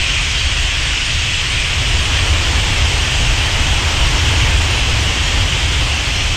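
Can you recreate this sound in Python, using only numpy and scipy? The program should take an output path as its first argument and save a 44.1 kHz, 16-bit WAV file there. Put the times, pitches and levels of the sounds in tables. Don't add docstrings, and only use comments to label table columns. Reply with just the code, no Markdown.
import sys
import numpy as np
from scipy import signal
from scipy.fft import rfft, irfft
from scipy.io import wavfile
from scipy.ndimage import uniform_filter1d

SR = 44100
rng = np.random.default_rng(int(sys.argv[2]) if len(sys.argv) > 2 else 0)


def dump(signal):
    limited = np.clip(np.atleast_2d(signal).T, -1, 1)
    pcm = np.round(limited * 32767).astype(np.int16)
    wavfile.write(sys.argv[1], SR, pcm)


def boost(x):
    u = np.asarray(x, float) / 20
    return 10 ** u


N = 280476

# (frequency [Hz], density [dB per Hz])
CHATTER_SPECTRUM = [(900, -16.5), (1300, -14), (1800, -7.5), (2400, -3.5), (2750, -1), (3050, -0.8),
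                    (3280, -2), (3550, -8), (3900, -15), (4500, -26)]
# (frequency [Hz], density [dB per Hz])
SHRILL_SPECTRUM = [(3000, -10.5), (3800, -1.5), (5300, -1.5), (6500, -3.5), (7600, -6.5), (8500, -8.5),
                   (9100, -15.5), (9800, -44), (11000, -66)]
# (frequency [Hz], density [dB per Hz])
SWISH_SPECTRUM = [(120, -30), (190, -3), (250, 2.5), (450, -2), (900, -0.4), (1800, -4.5), (3500, -8),
                  (7000, -12), (10000, -29.5)]
# (frequency [Hz], density [dB per Hz])
FEATHER_SPECTRUM = [(7000, -19), (9500, 1), (10300, -1.5), (11500, -3), (12800, -4), (14300, -8.5),
                    (15600, -8)]
# (frequency [Hz], density [dB per Hz])
WIND_SPECTRUM = [(3, 8), (12, -18), (20, 9), (30, 1.5), (44, 7), (56, 0), (75, 5)]
# (frequency [Hz], density [dB per Hz])
THRUM_SPECTRUM = [(42, -11), (58, -5.5), (75, -2), (95, -7), (130, -13), (165, -22), (195, -27.5)]
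# (frequency [Hz], gain [dB])
FOAM_GAIN = [(2, -2.5), (170, 2.5), (230, -12.5), (330, -40)]
# (frequency [Hz], step [dB])
TREBLE_STEP = [(8600, -22), (9300, 5.5), (9950, 6.5), (10250, 10.5), (10500, 6), (14000, 6.5), (14600, 9.5),
               (15000, 7)]
# (time [s], level [dB])
WING_EFFORT = [(0, 0), (.6, 0), (1.35, -0.8), (1.7, 1.5), (2.05, 4.5), (2.4, 6), (3.1, 5), (4.1, 7.5),
               (4.6, 6.5), (5.3, 5), (6.36, 3)]
# (time [s], level [dB])
WIND_GUSTS = [(0, 6.5), (.45, 4.5), (.57, 2), (.64, 5.5), (.82, 3), (1.27, -6), (1.5, -2), (1.82, -2),
              (1.96, 7), (2.31, 1), (2.46, 1), (2.89, -1), (3.18, 3), (3.31, 5), (3.44, -8), (3.6, 3.5),
              (3.81, -3), (3.93, -1), (4.05, 4), (4.7, -10), (4.94, 6), (5.15, -2), (5.4, 3.5), (6.0, -6),
              (6.29, 4.5)]
# (time [s], level [dB])
THRUM_SURGES = [(.47, 6), (1.18, 4.5), (1.57, 3), (1.8, 4.5), (2.32, 4), (2.61, 2.5), (2.83, 4), (3.23, 7),
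                (4.24, 2), (4.41, 5), (4.56, 4.5), (5.07, 2), (5.14, -4), (5.34, 1.5), (5.43, 4),
                (5.52, 2.5), (5.71, 1), (6.31, 2.5)]
# (time [s], length [s], first pitch [Hz], level [dB])
SEEP_CALLS = [(1.38, .31, 7800, -46), (2.115, .2, 8000, -41), (2.86, .21, 7550, -40)]
# (time [s], first pitch [Hz], last pitch [Hz], level [dB])
PEEP_CALLS = [(1.05, 9000, 8650, -43), (1.33, 7760, 7550, -38), (1.48, 8900, 9150, -46),
              (2.01, 8900, 8850, -40), (3.105, 9000, 8600, -47), (3.15, 7700, 7500, -38),
              (3.73, 8200, 8450, -42), (3.95, 6140, 6050, -38), (4.06, 8250, 8500, -38),
              (4.57, 8750, 8960, -42), (4.67, 8750, 8650, -39.5), (4.75, 9400, 9300, -44),
              (5.0, 9400, 9250, -46), (5.23, 6900, 6750, -33.5), (5.84, 8950, 9150, -48)]
# (time [s], length [s], first pitch [Hz], last pitch [Hz], level [dB])
CHURR_CALLS = [(.36, .06, 3650, 3800, -33), (.39, .04, 4350, 4500, -33), (.58, .11, 7800, 7300, -42),
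               (.67, .05, 6200, 5900, -39), (.92, .12, 6100, 4700, -35), (1.11, .05, 5550, 5860, -38),
               (1.96, .067, 4450, 4570, -35), (3.065, .05, 8500, 7700, -41), (4.17, .05, 5400, 5370, -34),
               (4.99, .053, 5950, 5600, -35), (6.04, .04, 4800, 4300, -34), (6.12, .11, 4670, 5340, -36)]

CHATTER_DB, CHATTER_FADE_DB_PER_S = -19, -.22
SHRILL_DB, SHRILL_FADE_DB_PER_S = -25.5, -.23
SEEP_LAST_HZ, PEEP_LENGTH_S = 8520, .058
SEEP_BUZZ, PEEP_BUZZ, CHURR_BUZZ = .03, .16, .6
SWISH_DB, FEATHER_DB, THRUM_DB, WIND_DB = -29.5, -50.5, -23.5, -23.5
FEATHER_SHARE, THRUM_SHARE, WIND_SHARE = .63, .87, .5
GUST_WIDTH_S, SURGE_WIDTH_S = .045, .03
LONG_PER_S, LONG_SHORTEST_S, LONG_MORE_S = 5, .02, .027


def evened(x):
    return x / np.sqrt(np.mean(x ** 2) + 1e-20)


def colour(x, spectrum):
    f, db = np.transpose(spectrum)
    hz = np.fft.rfftfreq(N, 1 / SR)
    gain_db = np.interp(np.log(hz + 1), np.log(f + 1), db, left=-90, right=-90)
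    return evened(irfft(rfft(x) * boost(gain_db), N))


def add(mix, start_s, sound):
    part = mix[round(start_s * SR):][:len(sound)]
    part += sound[:len(part)]


def call(length_s, first_hz, last_hz, buzz, buzz_hz, phase):
    u = np.linspace(0, 1, max(round(length_s * SR), 64))
    shake = np.sin(2 * np.pi * (buzz_hz * u * length_s + phase))
    glide_hz = (last_hz - first_hz) * (1 - (1 - u) ** 2.3)
    hz = first_hz + glide_hz + 420 * buzz * shake
    tone = np.sin(2 * np.pi * (np.cumsum(hz) / SR + phase))
    envelope = np.sin(np.pi * u) ** .2
    return 1.87 * tone * (1 + buzz * shake) * envelope


def crowd(spectrum, count, spread_db, blur):
    low_hz, high_hz = spectrum[0][0], spectrum[-1][0]
    out = np.zeros(N + SR)
    for when, long, pitch, glide, buzz, rate, size in rng.random((count, 7)):
        first_hz = low_hz + pitch * (high_hz - low_hz)
        last_hz = first_hz + 1300 * (glide - .5)
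        length_s = .01498 + .15 * long ** 3
        sound = call(length_s, first_hz, last_hz, buzz ** 2, 60 + 180 * rate, size)
        level_db = -spread_db * np.log(1 - .98 * size)
        add(out, when * (N / SR + .25), boost(level_db) * sound)
    distinct = evened(out[SR // 4:][:N])
    far = rng.standard_normal(N)
    return colour(np.sqrt(1 - blur) * distinct + np.sqrt(blur) * far, spectrum)


def roost():
    t = np.arange(N) / SR
    chatter = crowd(CHATTER_SPECTRUM, count=2000, spread_db=2.5, blur=.93)
    shrill = crowd(SHRILL_SPECTRUM, count=2600, spread_db=2, blur=.87)
    chatter_db = CHATTER_DB + CHATTER_FADE_DB_PER_S * t
    shrill_db = SHRILL_DB + SHRILL_FADE_DB_PER_S * t
    return boost(chatter_db) * chatter + boost(shrill_db) * shrill


def flutter(strokes_per_s, spread_db):
    strokes = boost(spread_db * rng.random(N)) * (rng.random(N) < strokes_per_s / SR)
    power = signal.oaconvolve(strokes ** 2, np.hanning(1300), "same")
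    return np.sqrt(power.clip(0) + 1e-9)


def wing_effort_db():
    s, db = np.transpose(WING_EFFORT)
    return np.interp(np.arange(N) / SR, s, db)


def wings():
    effort_db = wing_effort_db()
    swish = colour(flutter(2500, spread_db=18) * rng.standard_normal(N), SWISH_SPECTRUM)
    feather = colour(flutter(2500, spread_db=2) * rng.standard_normal(N), FEATHER_SPECTRUM)
    feather_db = FEATHER_DB + FEATHER_SHARE * effort_db
    return boost(SWISH_DB + effort_db) * swish + boost(feather_db) * feather


def bumps(rows, width_s):
    t = np.arange(N) / SR
    return sum(db * np.exp(-((t - s) / width_s) ** 2) for s, db in rows)


def capsule_rumble(spectrum):
    limited = np.tanh(.8 * colour(rng.standard_normal(N), spectrum))
    return colour(limited, FOAM_GAIN)


def wind():
    level_db = WIND_DB + WIND_SHARE * wing_effort_db() + bumps(WIND_GUSTS, GUST_WIDTH_S)
    return boost(level_db) * capsule_rumble(WIND_SPECTRUM)


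def thrum():
    level_db = THRUM_DB + THRUM_SHARE * wing_effort_db() + bumps(THRUM_SURGES, SURGE_WIDTH_S)
    return boost(level_db) * capsule_rumble(THRUM_SPECTRUM)


def near_calls():
    calls = [(s, length_s, hz, SEEP_LAST_HZ, db, SEEP_BUZZ) for s, length_s, hz, db in SEEP_CALLS]
    calls += [(s, PEEP_LENGTH_S, *rest, PEEP_BUZZ) for s, *rest in PEEP_CALLS]
    calls += [(*row, CHURR_BUZZ) for row in CHURR_CALLS]
    near = np.zeros(N)
    for s, length_s, first_hz, last_hz, db, buzz in calls:
        rate, phase = rng.random(2)
        add(near, s, boost(db) * call(length_s, first_hz, last_hz, buzz, 90 + 90 * rate, phase))
    twinkle = evened(signal.oaconvolve(rng.standard_normal(N), np.hanning(500), "same"))
    return near * (.85 + .4 * twinkle)


def scene():
    return (roost() + wings() + wind() + thrum() + near_calls())[None]


def rounded(x, size, coarser_db):
    n, k = np.arange(2 * size), np.arange(size)
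    basis = np.cos(np.pi / size * np.outer(n + .5 + size / 2, k + .5)) * np.sqrt(2 / size)
    basis *= signal.windows.kaiser_bessel_derived(2 * size, 4 * np.pi)[:, None]
    lead = 2048 - 1016
    halves = np.pad(x, (lead, -(N + lead) % size + size)).reshape(-1, size)
    lines = np.hstack([halves[:-1], halves[1:]]) @ basis
    f, db = np.transpose(TREBLE_STEP)
    step = boost(np.interp((k + .5) * SR / (2 * size), f, db + coarser_db, left=-90))
    usual = uniform_filter1d(lines ** 2, size=20000 // size, axis=0)
    usual = uniform_filter1d(usual, size=1 + size // 32, axis=1)
    step = step * np.sqrt(abs(usual) + 1e-20)
    lines = np.sign(lines) * np.floor(abs(lines) / step + .4) * step
    blocks = lines @ basis.T
    return (blocks[1:, :size] + blocks[:-1, size:]).ravel()[lead - size:][:N]


def grainy_treble(x):
    long = np.zeros(N)
    for slot in range(round(LONG_PER_S * N / SR)):
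        place, more = rng.random(2)
        length_s = LONG_SHORTEST_S - LONG_MORE_S * np.log(1 - .95 * more)
        add(long, (slot + place) / LONG_PER_S, np.ones(round((length_s + .024) * SR)))
    long = uniform_filter1d(long.clip(0, 1), 256)
    return long * rounded(x, 1024, 1.8) + (1 - long) * rounded(x, 128, 0)


def roll_off(x):
    return signal.sosfilt(signal.butter(12, 15650, fs=SR, output="sos"), x)


def record(dry):
    x = 1.791 * np.tanh(dry[0] / 1.813)
    mix = grainy_treble(x)[None]
    return roll_off(mix)


dry = scene()
out = record(dry)
dump(out)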